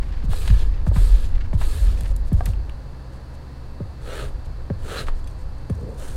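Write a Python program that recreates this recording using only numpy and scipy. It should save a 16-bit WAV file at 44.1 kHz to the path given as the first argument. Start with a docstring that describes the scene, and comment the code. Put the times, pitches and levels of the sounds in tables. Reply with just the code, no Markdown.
"""A block of polishing compound is scrubbed three times over a leather strop on a wooden table, then put down.
A flat steel blade is then drawn across the leather in three light swishes.
Friction is modelled as random slips exciting coloured spectra, and contacts as decaying bursts and modes.
The table rocks and thuds by damped modes and bending waves; a fan hums in the small room."""
import sys
import numpy as np
from scipy import signal
from scipy.fft import rfft, irfft
from scipy.io import wavfile
from scipy.ndimage import uniform_filter1d

SR = 44100
rng = np.random.default_rng(int(sys.argv[2]) if len(sys.argv) > 2 else 0)


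def store_wav(level_fs):
    """Save 16-bit WAV to argv[1]."""
    pcm = np.round(np.clip(np.atleast_2d(level_fs), -1, 1) * 32767)
    wavfile.write(sys.argv[1], SR, pcm.T.astype(np.int16))


N = 271656
TIME, BINS = np.arange(N) / SR, np.fft.rfftfreq(N, 1 / SR)  # seconds, Hz

# fan: noise spectrum of the air [pitch_hz, level_db], relative
AIR_SPECTRUM = [(90, -11.5), (127, 0.5), (190, -13), (250, -12), (330, -16), (560, -20.5), (980, -21),
                (1350, -27.5), (2700, -38.5), (4650, -44), (9000, -46.5), (16000, -56.5)]
# resonant bumps in the air noise [pitch_hz, width_hz, lift_db]
AIR_MODES = [(511, 30, 6.5), (1703, 320, 4.5), (4460, 1220, 12)]
# motor tones [pitch_hz, level_db, waver_hz], waver as rms
MOTOR_TONES = [(65.5, -38, 2.26), (118.5, -46.5, 4.444), (551, -61.5, 3.03), (2640, -72.5, 0.094)]
AIR_DB = -42.5

# table top: nominal modes, level relative to the blow [pitch_hz, level_db, t60_s]
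TABLE_MODES = [(47.45, -3, 1), (76.1, 1, 0.36), (104.6, -6.5, 0.48), (170, -14, 0.26), (397, -1, 0.036),
               (535, 1, 0.055)]
# low rumble of the shaken table [pitch_hz, level_db], relative
RUMBLE_SPECTRUM = [(15, 4), (33, -9), (50, -1.5), (62, -20), (82, -10.5), (120, -39), (250, -38.5),
                   (500, -53)]
# spells in which the arm leans on the table and shakes it [start_s, end_s, level_db]
LEANING_SPELLS = [(0, 2.58, -21.5), (4.1, 5.64, -36.5)]
# the table rocks on its legs where the arm turns back [middle_s, peak_db, pitch_hz]
TABLE_LURCHES = [(0.533, -6.5, 47), (1.012, -6, 41.3), (1.133, -4.5, 43.4), (1.836, -7.5, 47.4),
                 (1.885, -8.5, 48.6), (5.124, -16.5, 21.6)]
# block or blade lands on the leather; soft pushes are centred low, hard landings high
# [start_s, thud_db, thud_centre_hz, slap_db]
LANDINGS = [(0.236, -26, 120, -44), (0.283, -22, 72, -43), (0.494, -15.5, 61, -56),
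            (.867, -14, 67.6, -28.5), (0.959, -15, 71.4, -36), (1.531, -17, 70, -30), (2.009, -26, 53, -49),
            (2.318, -13.5, 97, -34.5), (2.471, -20, 57.7, -35.5), (3.802, -24.5, 172, -41),
            (4.701, -20, 196, -33), (5.698, -19, 150, -32.5)]
SLAP_HZ, SLAP_T60_S = 890, 0.032
# the bending wave of a blow falls in pitch towards the table's main mode
BEND_END_HZ, BEND_SPAN_HZ, BEND_FALL_S, BEND_RISE_S, BEND_T60_S = 72.5, 427, 0.01063, 0.012, 0.23
SHAKE_RISE_DB_PER_S, SHAKE_FALL_DB_PER_S, SHAKE_REST_DB = 11, 59, -41.5
# extra sway as each scrub's fast push eases and after each stroke's top speed
SWAY_S, SCRUB_SWAY_DB, STROKE_SWAY_DB = 0.78, -22, -28.5
SWAY_LAG_S = 0.3  # a stroke's sway is centred this long after the blade's top speed

# fingers brushing block, blade and leather [middle_s, level_db, length_s]
FINGER_SCUFFS = [(.05, -59, 0.13), (.248, -48, 0.025), (.879, -46.5, 0.032), (1.546, -47, 0.028),
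                 (2.02, -48.5, 0.13), (2.098, -47, 0.052), (2.272, -53, 0.052), (2.385, -52.5, 0.13),
                 (2.487, -45, 0.079), (3.15, -57, 0.052), (3.344, -54.5, 0.03), (4.456, -51.5, 0.02),
                 (5.078, -48.5, 0.045), (5.18, -52, 0.055)]
# rustle of skin [pitch_hz, level_db], relative
SKIN_SPECTRUM = [(500, 16.5), (1500, -5.5), (4200, -2), (5600, -6), (8700, -4.5), (12000, -13),
                 (16000, -19)]

# small contacts of block, nail and steel [start_s, starting_db, centre_hz, t60_s]
SMALL_CONTACTS = [(0.333, -31, 1240, 0.041), (0.477, -27.5, 2720, 0.05), (0.503, -34, 2600, 0.032),
                  (0.914, -34, 550, 0.068), (0.9593, -32.5, 1390, 0.13), (1.614, -33, 1630, 0.12),
                  (2.0084, -35, 5730, 0.024), (2.035, -42, 7000, .008), (2.08, -48, 6500, 0.021),
                  (2.164, -36.5, 11100, 0.016), (2.33, -41.5, 12000, 0.023), (2.457, -30.5, 8300, 0.027),
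                  (2.461, -32.5, 2840, 0.032), (5.069, -39, 2000, 0.12), (5.084, -29, 1280, 0.045),
                  (5.274, -47.5, 4800, 0.043), (5.7, -50, 6440, 0.031)]
# body common to all small contacts [pitch_hz, level_db], relative
CONTACT_SPECTRUM = [(200, 27), (700, 24), (1700, 15), (2100, 12), (2700, 10), (4200, 8), (5600, 1.5),
                    (8700, 6.5), (12000, 6.5), (16000, -2)]
# the blade clinks as it is turned over and set down [start_s, level_db]
BLADE_CLINKS = [(5.243, -51), (5.274, -42.5), (5.697, -46.5)]
# ringing of the clinked blade, level relative to the hit [pitch_hz, level_db, t60_s]
CLINK_RINGING = [(3360, -4.5, 0.05), (4630, -3, 0.031), (6228, -11, 0.056), (7540, -2, 0.023),
                 (8500, -15, .03), (9100, -9, 0.055), (12500, -18, .03)]
# the block tips onto its side [start_s, level_db]
BLOCK_TAPS = [(2.408, -25)]
# ringing of the block, level relative to the hit [pitch_hz, level_db, t60_s]
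BLOCK_RINGING = [(730, 1.5, 0.037), (880, -7, 0.03), (1160, -11.5, 0.032), (1583, -7.5, 0.025)]
# fingernails click on the block as the grip shifts and lets go [start_s, level_db]
NAIL_CLICKS = [(1.358, -49), (1.974, -43), (2.535, -38), (2.695, -37.5)]
# colour of a nail click [pitch_hz, level_db], relative
NAIL_SPECTRUM = [(1400, -2.5), (2100, -6), (2600, 5), (3400, -6), (4800, -20), (11000, -22.5)]
NAIL_T60_S = 0.022

# the blade gathers speed along the leather, then slows and lifts
# [edge_bites_s, top_speed_s, speeding_up_s, slowing_s, friction_db, edge_hiss_db]
BLADE_STROKES = [(4.01, 4.181, 0.094, 0.075, -30.5, -49.5), (4.78, 4.98, 0.083, 0.043, -25.5, -44.5),
                 (5.975, 6.02, 0.061, 0.14, -40.5, -50.5)]
# friction of the flat steel face [pitch_hz, level_db], relative
FACE_SPECTRUM = [(110, 15.5), (200, -0.5), (330, -3.5), (560, -1.5), (950, -8), (1500, -5.5), (2100, -9.5),
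                 (2900, -8.5), (4300, -9), (5300, -27), (8000, -50)]
# resonances stirred in the blade [pitch_hz, width_hz, lift_db]
FACE_MODES = [(460, 336, 14.5), (1290, 170, 8), (1650, 310, 5.5)]
# hiss of the blade's edge [pitch_hz, level_db], relative
EDGE_SPECTRUM = [(5000, 2.5), (6100, 5.5), (8900, 8), (11000, 1), (13500, -4), (16000, -6)]
# at top speed in the hardest stroke the edge rasps on one resonance [middle_s, level_db, length_s]
EDGE_RASPS = [(4.992, -36.5, 0.043)]
# resonance of that rasp [pitch_hz, level_db], relative
RASP_SPECTRUM = [(3700, -9), (4060, 2), (4450, -8)]
# the blade creeps into place before its last stroke [middle_s, level_db, length_s]
BLADE_CREEPS = [(5.84, -35, 0.025), (5.894, -33, .02), (5.87, -37, 0.19)]
# low judder of the creeping blade [pitch_hz, level_db], relative
CREEP_SPECTRUM = [(90, -1.5), (190, -3.5), (300, -17), (480, -4.5), (800, -33)]
# fingertips slide on the steel and make it ring faintly [middle_s, level_db, length_s]
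STEEL_WISPS = [(5.3, -66, .1), (5.41, -65, 0.07), (5.595, -67, 0.054), (5.79, -67.5, 0.24),
               (5.93, -63, 0.079)]
# colour of the fingertip slides [pitch_hz, level_db], relative
WISP_SPECTRUM = [(5500, -1), (8800, 0), (10500, -15), (14000, -11)]
# faint ringing of the touched steel [pitch_hz, width_hz, lift_db]
WISP_RINGING = [(8750, 300, 4), (9300, 260, 8), (12250, 300, 12)]
FACE_POWER, EDGE_POWER = 0.74, 0.49  # friction and hiss grow as these powers of the speed
BITE_S, LIFT_POWER = 0.018, 2.7  # time for the bevel to settle flat; steepness of the slowing
BODY_HZ, BODY_LIMIT_DB = 870, -33.5  # the low body levels off in a hard stroke, so it sounds brighter

# the block is pushed along the leather, fast at first and then easing
# [start_s, length_s, fast_part_s, friction_db, grit_hiss_db]
BLOCK_SCRUBS = [(0.282, 0.34, 0.22, -42.5, -48), (0.92, 0.33, 0.19, -44.2, -48),
                (1.569, 0.36, 0.29, -43.5, -48)]
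# drag of wax on leather [pitch_hz, level_db], relative
WAX_SPECTRUM = [(400, 14.5), (900, 0), (2130, -1), (2700, 1), (4300, 2), (5800, -6.5), (7000, -6),
                (9100, -19)]
# resonances of the drag [pitch_hz, width_hz, lift_db]
WAX_RESONANCES = [(1260, 140, 7.5), (1690, 150, 8.5)]
# hiss of the grit [pitch_hz, level_db], relative
GRIT_SPECTRUM = [(5500, -20), (7200, -2), (9000, 0.5), (10300, -3.5), (11600, -3.5), (16000, -14)]
# wax crumbs crushed as the block is drawn back or set aside [middle_s, level_db, length_s]
WAX_CRUMBS = [(.13, -50.5, 0.24), (.76, -52.5, 0.15), (1.39, -52, 0.17), (2.01, -54, 0.14)]
# crunch of the crumbs [pitch_hz, level_db], relative
CRUNCH_SPECTRUM = [(700, 3), (1700, 11), (2700, 6), (4500, 0), (8000, -14)]
SCRUB_RISE_S, SCRUB_STOP_DB_PER_S = 0.046, 210
EASE_S, EASE_DRAG_DB, EASE_GRIT_DB = 0.018, -1.5, -7.5  # as the push slows, hiss drops more than drag
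# the block's leading edge scrapes on one resonance, which rises and falls with the speed of the push
SCRAPE_HZ, SCRAPE_SWING_HZ, SCRAPE_WIDTH_HZ = 3580, 870, 1300
SCRAPE_DB, SCRAPE_FADE_DB_PER_S = -50.5, 31

CUT_HZ = 15900


def amp(db):
    """Level law: twenty decibels are a factor of ten in amplitude."""
    return 10 ** (np.asarray(db) / 20)


def unit(x):
    """Normalisation by mean power: scales to rms 1."""
    return x / np.sqrt(np.mean(x ** 2) + 1e-20)


def shape_db(points, hz):
    """Spectral envelope on a log-frequency axis, with skirts of 30 dB per octave beyond its ends."""
    point_hz, db = np.transpose(points)
    octave, known = np.log2(hz + 1), np.log2(point_hz + 1)
    beyond = abs(octave - np.clip(octave, known[0], known[-1]))
    return np.interp(octave, known, db) - 30 * beyond


def colour(x, points, modes=()):
    """Linear filtering: multiplies the spectrum of x by an envelope with resonant bumps; rms 1."""
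    db = shape_db(points, BINS)
    for hz, width_hz, lift_db in modes:
        db = db + lift_db / (1 + (2 * (BINS - hz) / width_hz) ** 2)
    return unit(irfft(rfft(x) * amp(db), N))


def wander(rate_hz):
    """Slow random fluctuation: noise low-passed near rate_hz, rms 1."""
    noise = rng.standard_normal(N)
    return unit(irfft(rfft(noise) / (1 + (BINS / rate_hz) ** 4), N))


def slips(per_s):
    """Stick-slip excitation: sparse random impulses of uneven size, rms 1."""
    sizes = rng.standard_normal(N)
    return unit(sizes * (rng.random(N) < per_s / SR))


def uneven(x, patch_db):
    """Surface inhomogeneity: the colour of the rubbing shifts in small time-frequency patches."""
    z = signal.stft(x, nperseg=512, noverlap=384)[2]
    patches = uniform_filter1d(rng.standard_normal(z.shape), size=3, axis=0)
    patches = uniform_filter1d(patches, size=12, axis=1)
    varied = z * amp(patch_db * unit(patches))
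    return unit(signal.istft(varied, nperseg=512, noverlap=384)[1][:N])


def resonate(x, hz, width_hz):
    """Moving resonance: a double pole in a frame turning at hz; rms 1."""
    turn = np.exp(2j * np.pi * np.cumsum(hz) / SR)
    radius = np.exp(-np.pi * width_hz / SR)
    filtered = signal.lfilter([1], np.poly([radius, radius]), x / turn)
    return unit((turn * filtered).real)


def brushes(rows):
    """Contact envelope: the gain of soft-edged touches [middle_s, level_db, length_s]."""
    return sum(amp(db) * np.exp(-(2 * (TIME - s) / length) ** 4) for s, db, length in rows)


def add(mix, s, sound):
    """Superposition: adds a sound to the mix from s seconds on."""
    part = mix[max(round(s * SR), 0):][:len(sound)]
    part += sound[:len(part)]


def fan():
    """Broadband flow noise with frequency-modulated motor tones."""
    out = amp(AIR_DB) * colour(rng.standard_normal(N), AIR_SPECTRUM, AIR_MODES)
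    for hz, db, waver_hz in MOTOR_TONES:
        tone_hz = hz + waver_hz * wander(rate_hz=7.1)
        out = out + amp(db) * unit(np.sin(2 * np.pi * np.cumsum(tone_hz) / SR))
    return out


def room(x, wet_db=-15, t60_s=0.28):
    """Reverberation: sparse reflections from the near walls decay exponentially as a short, faint tail."""
    t = np.arange(SR // 3) / SR
    reflections = rng.standard_normal(len(t)) * (rng.random(len(t)) < .06)
    tail = reflections * (t > .004) * amp(-60 * t / t60_s)
    return x + amp(wet_db) * signal.fftconvolve(x, tail / np.linalg.norm(tail))[:N]


def shaking():
    """Power summation: leaning shakes the table, with sway as scrubs ease and after strokes' top speed."""
    leaning = 0
    for start, end, db in LEANING_SPELLS:
        rise_db = SHAKE_RISE_DB_PER_S * np.maximum(start - TIME, 0)
        fall_db = SHAKE_FALL_DB_PER_S * np.maximum(TIME - end, 0)
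        leaning = leaning + amp(db - rise_db - fall_db)
    scrubs = brushes([(s + fast_s, SCRUB_SWAY_DB, SWAY_S) for s, _, fast_s, *_ in BLOCK_SCRUBS])
    strokes = brushes([(top_s + SWAY_LAG_S, STROKE_SWAY_DB, SWAY_S) for _, top_s, *_ in BLADE_STROKES])
    return np.sqrt(amp(SHAKE_REST_DB) ** 2 + leaning ** 2 + scrubs ** 2 + strokes ** 2)


def knock(db, centre_hz, swell_cycles=1.0, octaves=1.89):
    """Dispersion: a bending wave crosses the table top, high notes first; the modes swell behind it."""
    t = np.arange(SR // 3) / SR

    def drive(hz):
        """Spectrum of the blow: strongest at centre_hz."""
        return amp(db) / (1 + (np.log2(hz / centre_hz) / octaves) ** 4) ** 2

    wave_hz = BEND_END_HZ + BEND_SPAN_HZ / (1 + t / BEND_FALL_S) ** 2
    wave = (1 - np.exp(-t / BEND_RISE_S)) * amp(-60 * t / BEND_T60_S)
    out = drive(wave_hz) * wave / wave.max() * np.sin(2 * np.pi * np.cumsum(wave_hz) / SR)
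    for hz, mode_db, t60 in TABLE_MODES:
        swell = (1 - np.exp(-(t * hz / swell_cycles) ** 3)) * amp(-60 * t / t60)
        mode_hz = hz * rng.uniform(0.98, 1.065)  # each blow detunes the mode slightly
        out = out + drive(hz) * amp(mode_db) * swell / swell.max() * np.sin(2 * np.pi * mode_hz * t)
    return out


def table():
    """Forced vibration under the arm, with a few cycles of rocking at the turns and a thud at each blow."""
    out = colour(rng.standard_normal(N), RUMBLE_SPECTRUM) * shaking()
    for s, db, hz in TABLE_LURCHES:  # each one swells and dies within about three cycles
        cycles = (TIME - s) * hz
        out += amp(db) * np.exp(-(cycles / 1.58) ** 2) * np.cos(2 * np.pi * cycles)
    for s, db, centre_hz, _ in LANDINGS:
        add(out, s, knock(db, centre_hz))
    return out


def fingers():
    """Sliding friction of skin: clumpy random slips rustle in short brushes."""
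    rustle = colour(slips(per_s=6000), SKIN_SPECTRUM)
    return brushes(FINGER_SCUFFS) * unit(rustle * amp(1.9 * wander(rate_hz=30)))


def ticks(octaves=2.1, slope_db=17, crack_s=0.000076, crack_db=3):
    """Impact excitation: a quick crack and a short crumble, dull or bright by its own centre pitch."""
    out, t = np.zeros(N), np.arange(SR // 5) / SR
    hz = abs(np.fft.fftfreq(len(t), 1 / SR))
    slaps = [(s, slap_db, SLAP_HZ, SLAP_T60_S) for s, _, _, slap_db in LANDINGS]
    for s, db, centre_hz, t60 in SMALL_CONTACTS + slaps:
        envelope = amp(-60 * t / t60) + amp(crack_db) * np.exp(-t / crack_s)
        burst = rng.choice([-1, 1], len(t)) * envelope
        # rounded top, straight slopes
        skirt_db = -slope_db * np.hypot(np.log2((hz + 1) / centre_hz), octaves)
        gain = unit(amp(shape_db(CONTACT_SPECTRUM, hz) + skirt_db))
        # minimum phase: rings only after the contact
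        causal = np.exp(np.conj(signal.hilbert(np.log(gain + 1e-4))))
        add(out, s, amp(db) * np.fft.ifft(np.fft.fft(burst) * causal).real)
    return out


def ring(hits, modes, vary_db=5.0):
    """Damped modes: a small object held by fingers rings briefly; each hit favours other modes."""
    out, t = np.zeros(N), np.arange(SR // 5) / SR
    for s, db in hits:
        for hz, mode_db, t60 in modes:
            hit_db = db + mode_db + vary_db * rng.standard_normal()
            add(out, s, amp(hit_db - 60 * t / t60) * np.sin(2 * np.pi * hz * t))
    return out


def nails():
    """Heavily damped impact: each nail click is a dry snap that dies within a few milliseconds."""
    gain = sum((TIME > s) * amp(db - 60 * abs(TIME - s) / NAIL_T60_S) for s, db in NAIL_CLICKS)
    return colour(rng.standard_normal(N), NAIL_SPECTRUM) * gain


def blade():
    """Speed-dependent friction: slipping leather fibres stir the steel's resonances while the edge hisses."""
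    face_gain = edge_gain = 0
    for bite, top_s, rise_s, fall_s, face_db, edge_db in BLADE_STROKES:
        age = TIME - top_s
        speed = np.exp(-np.where(age < 0, (age / rise_s) ** 2, abs(age / fall_s) ** LIFT_POWER))
        contact = .5 + .5 * np.tanh(2 * (TIME - bite) / BITE_S)
        face_gain = face_gain + amp(face_db) * contact * speed ** FACE_POWER
        edge_gain = edge_gain + amp(edge_db) * contact * speed ** EDGE_POWER
    face = uneven(colour(slips(per_s=4500), FACE_SPECTRUM, FACE_MODES), patch_db=1.4)
    body = signal.sosfiltfilt(signal.butter(2, BODY_HZ, fs=SR, output="sos"), face)
    limited_body = body / np.hypot(1, face_gain / amp(BODY_LIMIT_DB))
    face = face_gain * (face - body + limited_body)
    edge = uneven(colour(slips(per_s=20000), EDGE_SPECTRUM), patch_db=1.4) * edge_gain
    rasp = colour(slips(per_s=11000), RASP_SPECTRUM) * brushes(EDGE_RASPS)
    creep = colour(slips(per_s=2700), CREEP_SPECTRUM) * brushes(BLADE_CREEPS)
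    wisps = colour(slips(per_s=16000), WISP_SPECTRUM, WISP_RINGING)
    wisps = wisps * unit(amp(4.2 * wander(rate_hz=70))) * brushes(STEEL_WISPS)
    grip = amp(1.1 * wander(rate_hz=110))
    return grip * (face + edge + rasp) + creep + wisps


def compound():
    """Dry friction: wax drags on the nap, its grit hisses most on the fast push, and loose crumbs crunch."""
    drag_gain = grit_gain = scrape_gain = speed = 0
    for s, length, fast_s, drag_db, grit_db in BLOCK_SCRUBS:
        age = TIME - s
        stop = amp(-SCRUB_STOP_DB_PER_S * np.maximum(age - length, 0))
        contact = np.clip(age / SCRUB_RISE_S, 0, 1) * stop
        eased = .5 + .5 * np.tanh((age - fast_s) / (2 * EASE_S))
        drag_gain = drag_gain + contact * amp(drag_db + EASE_DRAG_DB * eased)
        grit_gain = grit_gain + contact * amp(grit_db + EASE_GRIT_DB * eased)
        scrape_gain = scrape_gain + contact * amp(SCRAPE_DB - SCRAPE_FADE_DB_PER_S * abs(age))
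        speed = speed + np.sin(np.pi * np.clip(age / length, 0, 1)) ** 2
    scrape_hz = SCRAPE_HZ + SCRAPE_SWING_HZ * speed
    scrape = resonate(slips(per_s=3700), scrape_hz, SCRAPE_WIDTH_HZ) * scrape_gain
    drag = uneven(colour(slips(per_s=7500), WAX_SPECTRUM, WAX_RESONANCES), patch_db=2) * drag_gain
    grit = uneven(colour(slips(per_s=7000), GRIT_SPECTRUM), patch_db=1.8) * grit_gain
    crunch = colour(slips(per_s=2300), CRUNCH_SPECTRUM)
    crumbs = unit(crunch * amp(4.6 * wander(rate_hz=40))) * brushes(WAX_CRUMBS)
    grip = amp(0.7 * wander(rate_hz=35))
    return grip * (drag + scrape) + grit + crumbs


def scene():
    """Superposition of the reverberant work on the strop, the table and the fan."""
    contacts = ticks() + ring(BLADE_CLINKS, CLINK_RINGING) + ring(BLOCK_TAPS, BLOCK_RINGING) + nails()
    work = compound() + blade() + fingers() + contacts
    return (room(work) + table() + fan())[None]


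def record(dry):
    """Band limitation: a linear-phase low-pass filter removes the highest treble."""
    low_pass = signal.firwin(511, CUT_HZ, window=("kaiser", 9), fs=SR)
    return signal.oaconvolve(dry, low_pass[None], "same")


dry = scene()
out = record(dry)
store_wav(out)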